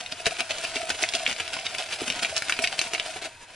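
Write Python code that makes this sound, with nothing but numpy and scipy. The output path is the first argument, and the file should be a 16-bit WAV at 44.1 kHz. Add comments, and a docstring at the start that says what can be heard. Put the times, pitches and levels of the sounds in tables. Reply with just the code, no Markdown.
"""A steel sink in a small kitchen: wet shrimp are tossed quickly in a thin plastic tub held inside it.
Each toss lands as a swell of wet crackle that rings the hollow of the tub; shells clack on the wall,
the pile thumps the bottom and little air pockets plop. The shaking stops shortly before the end
and leaves a steady hiss like running water."""
import sys
import numpy as np
from scipy import signal
from scipy.fft import rfft, irfft, next_fast_len
from scipy.io import wavfile
from scipy.ndimage import uniform_filter1d

SR = 44100
rng = np.random.default_rng(int(sys.argv[2]) if len(sys.argv) > 2 else 0)


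def output_pcm(signal):
    """Save a mono or channel-first signal as 16-bit PCM at the path in sys.argv[1].

    Samples are clipped to [-1, 1] before scaling.
    """
    pcm = np.clip(np.atleast_2d(signal).T, -1, 1) * 32767
    wavfile.write(sys.argv[1], SR, np.round(pcm).astype(np.int16))


N = 156555


def undb(db):
    """Decibels to gain."""
    return 10 ** (np.asarray(db) / 20)


def noise():
    """White noise for the whole scene."""
    return rng.standard_normal(N)


def wander(rate_hz):
    """Smooth random drift with a spread near 1."""
    hold = max(int(SR / rate_hz), 1)
    return 1.17 * uniform_filter1d(np.repeat(noise()[:N // hold + 1], hold), hold)[:N]


def eq_gains(curve, size):
    """Gains of a (frequency [Hz], level [dB]) curve on the bins of an FFT."""
    hz, db = np.array(curve, float).T
    return undb(np.interp(np.log(np.fft.rfftfreq(size, 1 / SR) + 1), np.log(hz), db))


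def colour(x, curve):
    """Minimum-phase EQ that keeps the power of white noise."""
    size = 2048
    cepstrum = irfft(np.log(eq_gains(curve, size)))
    cepstrum[1:size // 2] *= 2
    cepstrum[size // 2 + 1:] = 0
    impulse = irfft(np.exp(rfft(cepstrum)))
    return signal.fftconvolve(x, impulse / np.linalg.norm(impulse))[:len(x)]


def resonate(x, peaks):
    """A bank of resonators in alternating polarity that keeps the power of white noise."""
    t = np.arange(SR // 4) / SR
    impulse = np.zeros(len(t))
    for k, (hz, width, db) in enumerate(peaks):
        decay = undb(db) * np.sqrt(width) * np.exp(-np.pi * width * t)
        impulse += (-1) ** k * decay * np.cos(2 * np.pi * hz * t)
    return signal.fftconvolve(x, impulse / np.linalg.norm(impulse))[:N]


def plastic_hit(modes, t, focus_hz, focus_octaves, detune=0.044):
    """One blow on flexing plastic, peak 1: modes near the focus speak most, retuned a little each hit."""
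    hz, db, t60 = np.array(modes, float).T[:, :, None]
    focus = 1 / (1 + (np.log2(hz / focus_hz) / focus_octaves) ** 2)
    hz = hz * (1 + detune * rng.standard_normal(hz.shape))
    partials = focus * undb(db - 60 * t / t60) * np.sin(2 * np.pi * hz * t)
    hit = np.sum(partials * rng.choice([-1, 1], hz.shape), axis=0)
    return hit / np.abs(hit).max()


def add(track, time, sound):
    """Drop a sound on the track at a time in seconds."""
    start = int(np.clip(time * SR, 0, N - 1))
    track[start:start + len(sound)] += sound[:N - start]


def shell_crackle(clicks_per_s=3600, spread_db=5, ceiling_db=15.5, patchy_db=3):
    """Dense tiny clicks of wet shells touching and parting, rms 1."""
    sizes = undb(np.minimum(spread_db * rng.exponential(size=N), ceiling_db))
    contacts = rng.random(N) < clicks_per_s / SR
    clicks = contacts * sizes * np.sign(noise()) * undb(patchy_db * wander(140))
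    return clicks / np.sqrt(np.mean(clicks ** 2))


# Swells as the pile lands (crest time [s], level [dB], rise [s], fall [s], spray trim [dB])
LANDINGS = [(0.005, -37.5, 0.012, 0.011, 3), (0.124, -36, 0.01016, 0.0085, 5),
            (0.206, -37.5, 0.01, 0.011, 8.5), (0.267, -22, 0.0081, 0.0053, -1),
            (0.314, -38, 0.0097, 0.022, 10), (0.407, -29, .018, 0.0052, 8),
            (0.509, -30, 0.0084, 0.014, -12), (0.582, -37.5, 0.031, 0.004, -4),
            (0.644, -28.5, 0.01, 0.006, 9.5), (0.758, -28.5, 0.013, 0.02, 1),
            (0.832, -37.5, 0.034, 0.0058, 8), (0.903, -28, 0.016, 0.012, 5),
            (1.028, -24.5, 0.013, 0.0047, 5), (1.152, -27.5, 0.0084, 0.01, 7),
            (1.232, -31.5, 0.0059, 0.0039, 7), (1.277, -30, 0.0041, 0.031, -5),
            (1.401, -28, 0.007, 0.0093, -2), (1.541, -30.5, 0.01, 0.03, 3), (1.663, -33, .011, 0.0082, -6),
            (1.750, -38.5, 0.022, 0.0082, 14), (1.786, -32, 0.0029, 0.036, 4),
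            (1.926, -31.5, 0.016, .025, 6.5), (2.003, -32, 0.0056, 0.013, -4),
            (2.077, -31.5, 0.03, 0.016, 7.5), (2.160, -32, 0.0063, 0.01, -5),
            (2.233, -24.5, .014, 0.0087, 3), (2.300, -37.5, .01, 0.0091, 0),
            (2.371, -27, 0.016, 0.0074, 2.5), (2.496, -33.5, 0.011, 0.018, 13.5),
            (2.593, -39, 0.0046, 0.011, 2), (2.623, -32.5, .003, 0.0084, 15.5),
            (2.642, -29, 0.0089, 0.014, 6), (2.728, -35, 0.0082, 0.0048, -9),
            (2.788, -33.5, 0.016, 0.0064, 11.5), (2.823, -34.5, 0.013, 0.049, 10),
            (2.943, -29.5, 0.012, 0.0087, 6), (3.077, -35, 0.016, 0.0096, 5.5),
            (3.165, -37.5, 0.017, .014, -6), (3.225, -36, .01, 0.017, 0), (3.258, -33, 0.013, 0.011, 0)]
# Fader ride on the sliding between landings (time [s], level [dB])
SLIDE_RIDE = [(0, -44.5), (.23, -47.5), (.45, -40.5), (.85, -40), (1.1, -37), (1.45, -42), (1.7, -41.5),
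              (2.2, -39.5), (2.7, -40.5), (2.9, -46), (3.1, -39.5), (3.26, -57.5), (3.32, -58), (3.42, -79),
              (3.48, -53), (3.55, -52.5)]
# Wet midrange body of the crackle (frequency [Hz], level [dB])
SQUELCH_EQ = [(40, -29), (100, -19.5), (250, -15.5), (450, -8), (560, -12), (800, -7.5), (1100, -12),
              (1400, -2), (1900, -6.5), (2400, -1), (3000, -2), (4000, -6), (6000, -11.5), (11000, -22)]
# Fine, fizzy top of the crackle (frequency [Hz], level [dB])
SPRAY_EQ = [(100, -41), (2500, -19), (5000, 3), (7000, -5.5), (9000, 0.5), (11500, -8.5)]
# Air ringing in the tub (frequency [Hz], bandwidth [Hz], level [dB])
TUB_HOLLOW = [(649, 57, 2.5), (741.5, 59, -0.5)]


def tossed_pile(landing_db=1.5, landing_spray_db=-14.5, slide_spray_db=-9, hollow_db=-42):
    """The shrimp slide and land: squelch, fine spray, and the hollow of the tub swelling with them."""
    t = np.arange(N) / SR
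    body_power = undb(np.interp(t, *np.array(SLIDE_RIDE).T)) ** 2
    spray_power = body_power * undb(slide_spray_db) ** 2
    for time, db, rise, fall, spray_db in LANDINGS:
        swell = undb(db + landing_db) * np.exp(-np.maximum((time - t) / rise, (t - time) / fall))
        body_power += swell ** 2
        spray_power += (swell * undb(landing_spray_db + spray_db)) ** 2
    body = np.sqrt(body_power)
    hollow_drive = undb(hollow_db) * (body / undb(-34)) ** 0.75  # compressed around -34 dB
    squelch = colour(body * shell_crackle(), SQUELCH_EQ)
    spray = colour(np.sqrt(spray_power) * shell_crackle(), SPRAY_EQ)
    hollow = resonate(hollow_drive * shell_crackle(), TUB_HOLLOW)
    return squelch + spray + hollow


# Tone of the hiss bed (frequency [Hz], level [dB])
HISS_EQ = [(25, -7), (50, -17), (92, -13), (135, -11), (240, -14), (480, -12), (850, -13.5), (945, -1),
           (1040, -9.5), (1160, -16.5), (1400, -11.5), (2450, -10.5), (5000, -16), (9200, -20),
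           (11000, -23.5)]
# Hum and ringing bands in the bed (frequency [Hz], bandwidth [Hz], level [dB])
HISS_RESONANCES = [(91.3, 15, -0.5), (131, 18, -12), (1563, 86, 5.5), (2550, 265, 7.5)]


def hiss_bed(hiss_db=-47.5, flicker_db=3, resonance_db=-54):
    """A steady, lightly flickering hiss like running water, with a low hum under it."""
    hiss = undb(hiss_db + flicker_db * wander(24.65)) * colour(noise(), HISS_EQ)
    return hiss + undb(resonance_db) * resonate(noise(), HISS_RESONANCES)


# Shells hitting the wall (time [s], level [dB], focus [Hz], snap trim [dB], ring length [ratio])
SHELL_HITS = [(0.0613, -21, 3080, -13, 0.89), (0.1225, -16, 3600, -24, 0.74),
              (0.2575, -12.5, 3640, -11, 1.4), (0.2653, -10, 1730, -28, 1.3),
              (0.268, -13.5, 1790, -13, 0.99), (0.274, -14.5, 2180, -26, 0.57),
              (0.309, -21.5, 2240, -12, 1.1), (0.369, -26, 3000, -22, 0.68), (0.393, -24, 2740, -17, 0.41),
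              (0.4059, -8.5, 3270, -22, 0.49), (0.5083, -8.5, 3400, -20, 0.32),
              (0.5838, -19, 3420, -7, 0.88), (0.650, -16, 2410, -27, 1.1), (0.707, -29, 3000, -15, .6),
              (0.758, -18.5, 3200, -16, 0.46), (0.7663, -15, 2220, -23, 1.5),
              (0.8933, -12.5, 3430, -5.5, .4), (0.9071, -19, 2680, -10, .8), (1.0242, -15, 2300, -16, 0.2),
              (1.0302, -18, 4500, 3.5, .7), (1.0375, -6, 2220, -27, 0.79), (1.0888, -11.5, 3200, -10, 0.17),
              (1.1367, -14, 2650, -16, 0.42), (1.151, -11, 3560, -8.5, 0.58), (1.264, -5, 2310, -27, 0.61),
              (1.2759, -15, 2840, -13, 0.69), (1.3126, -13.5, 2670, -15, 0.66), (1.328, -17, 2700, -11, .6),
              (1.3636, -21, 2900, -16, 0.81), (1.400, -17.5, 2300, -26, 0.66),
              (1.4782, -19.5, 2580, -12, 0.78), (1.5671, -19, 1300, -24, .8), (1.589, -19, 2600, -24, .6),
              (1.654, -22, 2890, -14, 0.4), (1.666, -13, 3070, -28, 0.64), (1.749, -17.5, 2570, -22, 0.87),
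              (1.7834, -18, 5040, -5.5, .8), (1.8234, -21, 3020, -15, 1.2), (1.9323, -17, 2940, -21, 0.49),
              (2.08, -12, 2580, -24, .9), (2.1008, -9.5, 2630, -13, 1.2), (2.123, -19, 2360, -10, 0.55),
              (2.248, -7.5, 2280, -22, 1.26), (2.3649, -14, 3800, -6.5, 0.58),
              (2.379, -17.5, 4960, -3, 0.52), (2.422, -12.5, 1620, -13, 0.77), (2.4843, -15, 2850, -15, .6),
              (2.4958, -8, 1420, -14, 1.5), (2.523, -8, 2420, -18, 0.97), (2.5665, -24, 3800, -18, 0.58),
              (2.59, -7.5, 2240, -22, 1.2), (2.6403, -9.5, 2360, -20, 1.5), (2.6445, -12, 2610, -22, 1.1),
              (2.6732, -11.5, 2870, -12, 1.1), (2.7915, -6, 3280, -11, 0.93),
              (2.8145, -11.5, 2700, -9, 1.3), (2.9347, -11.5, 2900, -8, 0.74), (2.948, -11, 2270, -22, 1.3),
              (2.98, -23, 2400, -25, 0.85), (2.998, -9.5, 3150, -21.5, 0.6)]
# Ring of the thin plastic wall (frequency [Hz], level [dB], t60 [s])
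WALL_MODES = [(1230, -11.5, 0.0056), (1497, -6.5, 0.019), (1870, -3, .01), (2277, 0.5, .019),
              (2672, 2.5, .013), (3070, 0, 0.013), (3728, 0.5, 0.021), (4430, -2.5, 0.019),
              (5560, 0, 0.0056)]
# Bright edge of a shell's attack (frequency [Hz], level [dB])
SNAP_EQ = [(100, -38), (1500, -17), (3500, -3), (5500, 5.5), (8000, -2), (11000, -6.5)]


def shell_clacks(trim_db=-1, snap_db=0.5, snap_s=0.0016, rattle_db=-20.5, rattle_s=0.0026):
    """A shell snaps against the wall and rattles; where it lands decides which modes speak."""
    t = np.arange(SR // 20) / SR
    wall, snap, rattle = np.zeros((3, N))
    for time, db, focus_hz, snap_trim_db, ring_length in SHELL_HITS:
        gain = undb(db + trim_db)
        modes = np.array(WALL_MODES) * [1, 1, ring_length]
        add(wall, time, gain * plastic_hit(modes, t, focus_hz, focus_octaves=0.55))
        snap_noise, rattle_noise = rng.standard_normal((2, len(t)))
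        add(snap, time, gain * undb(snap_db + snap_trim_db) * snap_noise * np.exp(-t / snap_s))
        add(rattle, time, gain * undb(rattle_db) * rattle_noise * np.exp(-t / rattle_s))
    return wall + colour(snap, SNAP_EQ) + colour(rattle, SQUELCH_EQ)


# The pile dropping on the bottom (time [s], level [dB], focus [Hz])
BOTTOM_HITS = [(0.124, -28.5, 165), (0.269, -7.5, 334), (0.404, -20, 255), (0.505, -56, 394),
               (0.759, -16, 286), (0.830, -21.5, 390), (0.902, -21.5, 242), (0.916, -30, 95),
               (1.027, -19, 366), (1.145, -18, 330), (1.277, -23.5, 284), (1.312, -32, 250),
               (1.400, -27.5, 121), (1.660, -31, 400), (2.017, -11.5, 285), (2.075, -25, 250),
               (2.101, -22, 168), (2.160, -29, 222), (2.222, -24, 400), (2.3, -33, 110), (2.370, -32, 350),
               (2.590, -16.5, 330), (2.630, -52, 400), (2.792, -33, 248), (2.936, -20, 377),
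               (3.160, -20, 400), (3.220, -24.5, 420), (3.258, -24, 300)]
# Low ring of the tub's bottom (frequency [Hz], level [dB], t60 [s])
BOTTOM_MODES = [(84, -4, 0.15), (166, -5, 0.05), (257.6, -3.5, 0.093), (357, -3, 0.031), (433, 6.5, 0.03),
                (527, -1.5, 0.02), (850, 11, 0.0067)]
# Dull smack of the wet mass (frequency [Hz], level [dB])
SLAP_EQ = [(60, -25), (150, -17), (260, -17), (650, 1.5), (1100, -24), (6000, -13)]


def bottom_thumps(boom_db=-12.5, slap_db=-19, slap_s=0.0077):
    """The soft mass slaps the bottom of the tub, which answers with a short boom."""
    t = np.arange(SR // 6) / SR
    boom, slap = np.zeros((2, N))
    for time, db, focus_hz in BOTTOM_HITS:
        add(boom, time, undb(db + boom_db) * plastic_hit(BOTTOM_MODES, t, focus_hz, focus_octaves=0.62))
        add(slap, time, undb(db + slap_db) * rng.standard_normal(len(t)) * np.exp(-t / slap_s))
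    return boom + colour(slap, SLAP_EQ)


# Air popping between wet shrimp (time [s], level [dB], starting pitch [Hz], t60 [s])
AIR_POCKETS = [(0.198, -33, 650, 0.046), (0.503, -24.5, 647, 0.069), (0.636, -29, 650, 0.024),
               (0.890, -27, 672, 0.11), (1.567, -24, 1010, 0.0093), (1.795, -31, 704, 0.076),
               (2.222, -25, 685, 0.033), (2.325, -23, 652, 0.032), (2.622, -25, 664, 0.033),
               (2.728, -25.5, 717, 0.029), (2.950, -32, 667, 0.056), (3.003, -30, 641, 0.098),
               (3.160, -28, 720, 0.057), (3.257, -29, 650, 0.048)]


def air_plops(trim_db=-4, attack_s=0.0021, glide_per_s=2.3):
    """Small air pockets pop, ring briefly and bend up in pitch."""
    t = np.arange(SR // 10) / SR
    plops = np.zeros(N)
    for time, db, hz, t60 in AIR_POCKETS:
        envelope = (1 - np.exp(-t / attack_s)) * undb(-60 * t / t60)
        chirp = np.sin(2 * np.pi * hz * t * (1 + glide_per_s * t / 2))
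        add(plops, time, undb(db + trim_db) * envelope / envelope.max() * chirp)
    return plops


def reverb(x, t60_s, predelay_s):
    """A diffuse tail of unit power that starts after the predelay."""
    t = np.arange(SR // 2) / SR
    tail = rng.standard_normal(len(t)) * undb(-60 * t / t60_s) * (t > predelay_s)
    return signal.fftconvolve(x, tail / np.linalg.norm(tail))[:N]


def sink_reflections(x, t60_s, predelay_s, paths=5):
    """Close reflections off the steel, crossfaded at random for the swing of the tub."""
    fades = np.array([wander(14) for _ in range(paths)])
    fades /= np.sqrt(np.sum(fades ** 2, axis=0))
    return sum(fade * reverb(x, t60_s, predelay_s) for fade in fades)


# Stereo width, as side against mid (frequency [Hz], level [dB])
SIDE_EQ = [(100, -20), (500, -15), (1200, -7), (2500, -14), (3800, -7), (5500, -1), (10000, -0.5)]


def widen(mid):
    """Treble reaches the two sides by different, shifting paths; the bass stays centred."""
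    size = next_fast_len(N + SR // 10)
    scattered = sink_reflections(mid, t60_s=0.018, predelay_s=0)
    side = irfft(rfft(scattered, size) * eq_gains(SIDE_EQ, size), size)[:N]
    return np.array([mid + side, mid - side])


def scene():
    """The tub between steel walls in a small kitchen, over the hiss bed."""
    tub = tossed_pile() + shell_clacks() + bottom_thumps() + air_plops()
    sink = undb(-6) * sink_reflections(tub, t60_s=0.064, predelay_s=0.0015)
    kitchen = undb(-15) * reverb(tub, t60_s=0.22, predelay_s=0.012)
    balance = undb([[0.275], [-0.275]])  # a touch to the left
    return widen(tub + sink + kitchen + hiss_bed()) * balance


def record(dry):
    """A steep low-pass takes off the air above 11 kHz."""
    return signal.sosfilt(signal.ellip(10, 0.2, 80, 11000, fs=SR, output="sos"), dry)


dry = scene()
out = record(dry)
output_pcm(out)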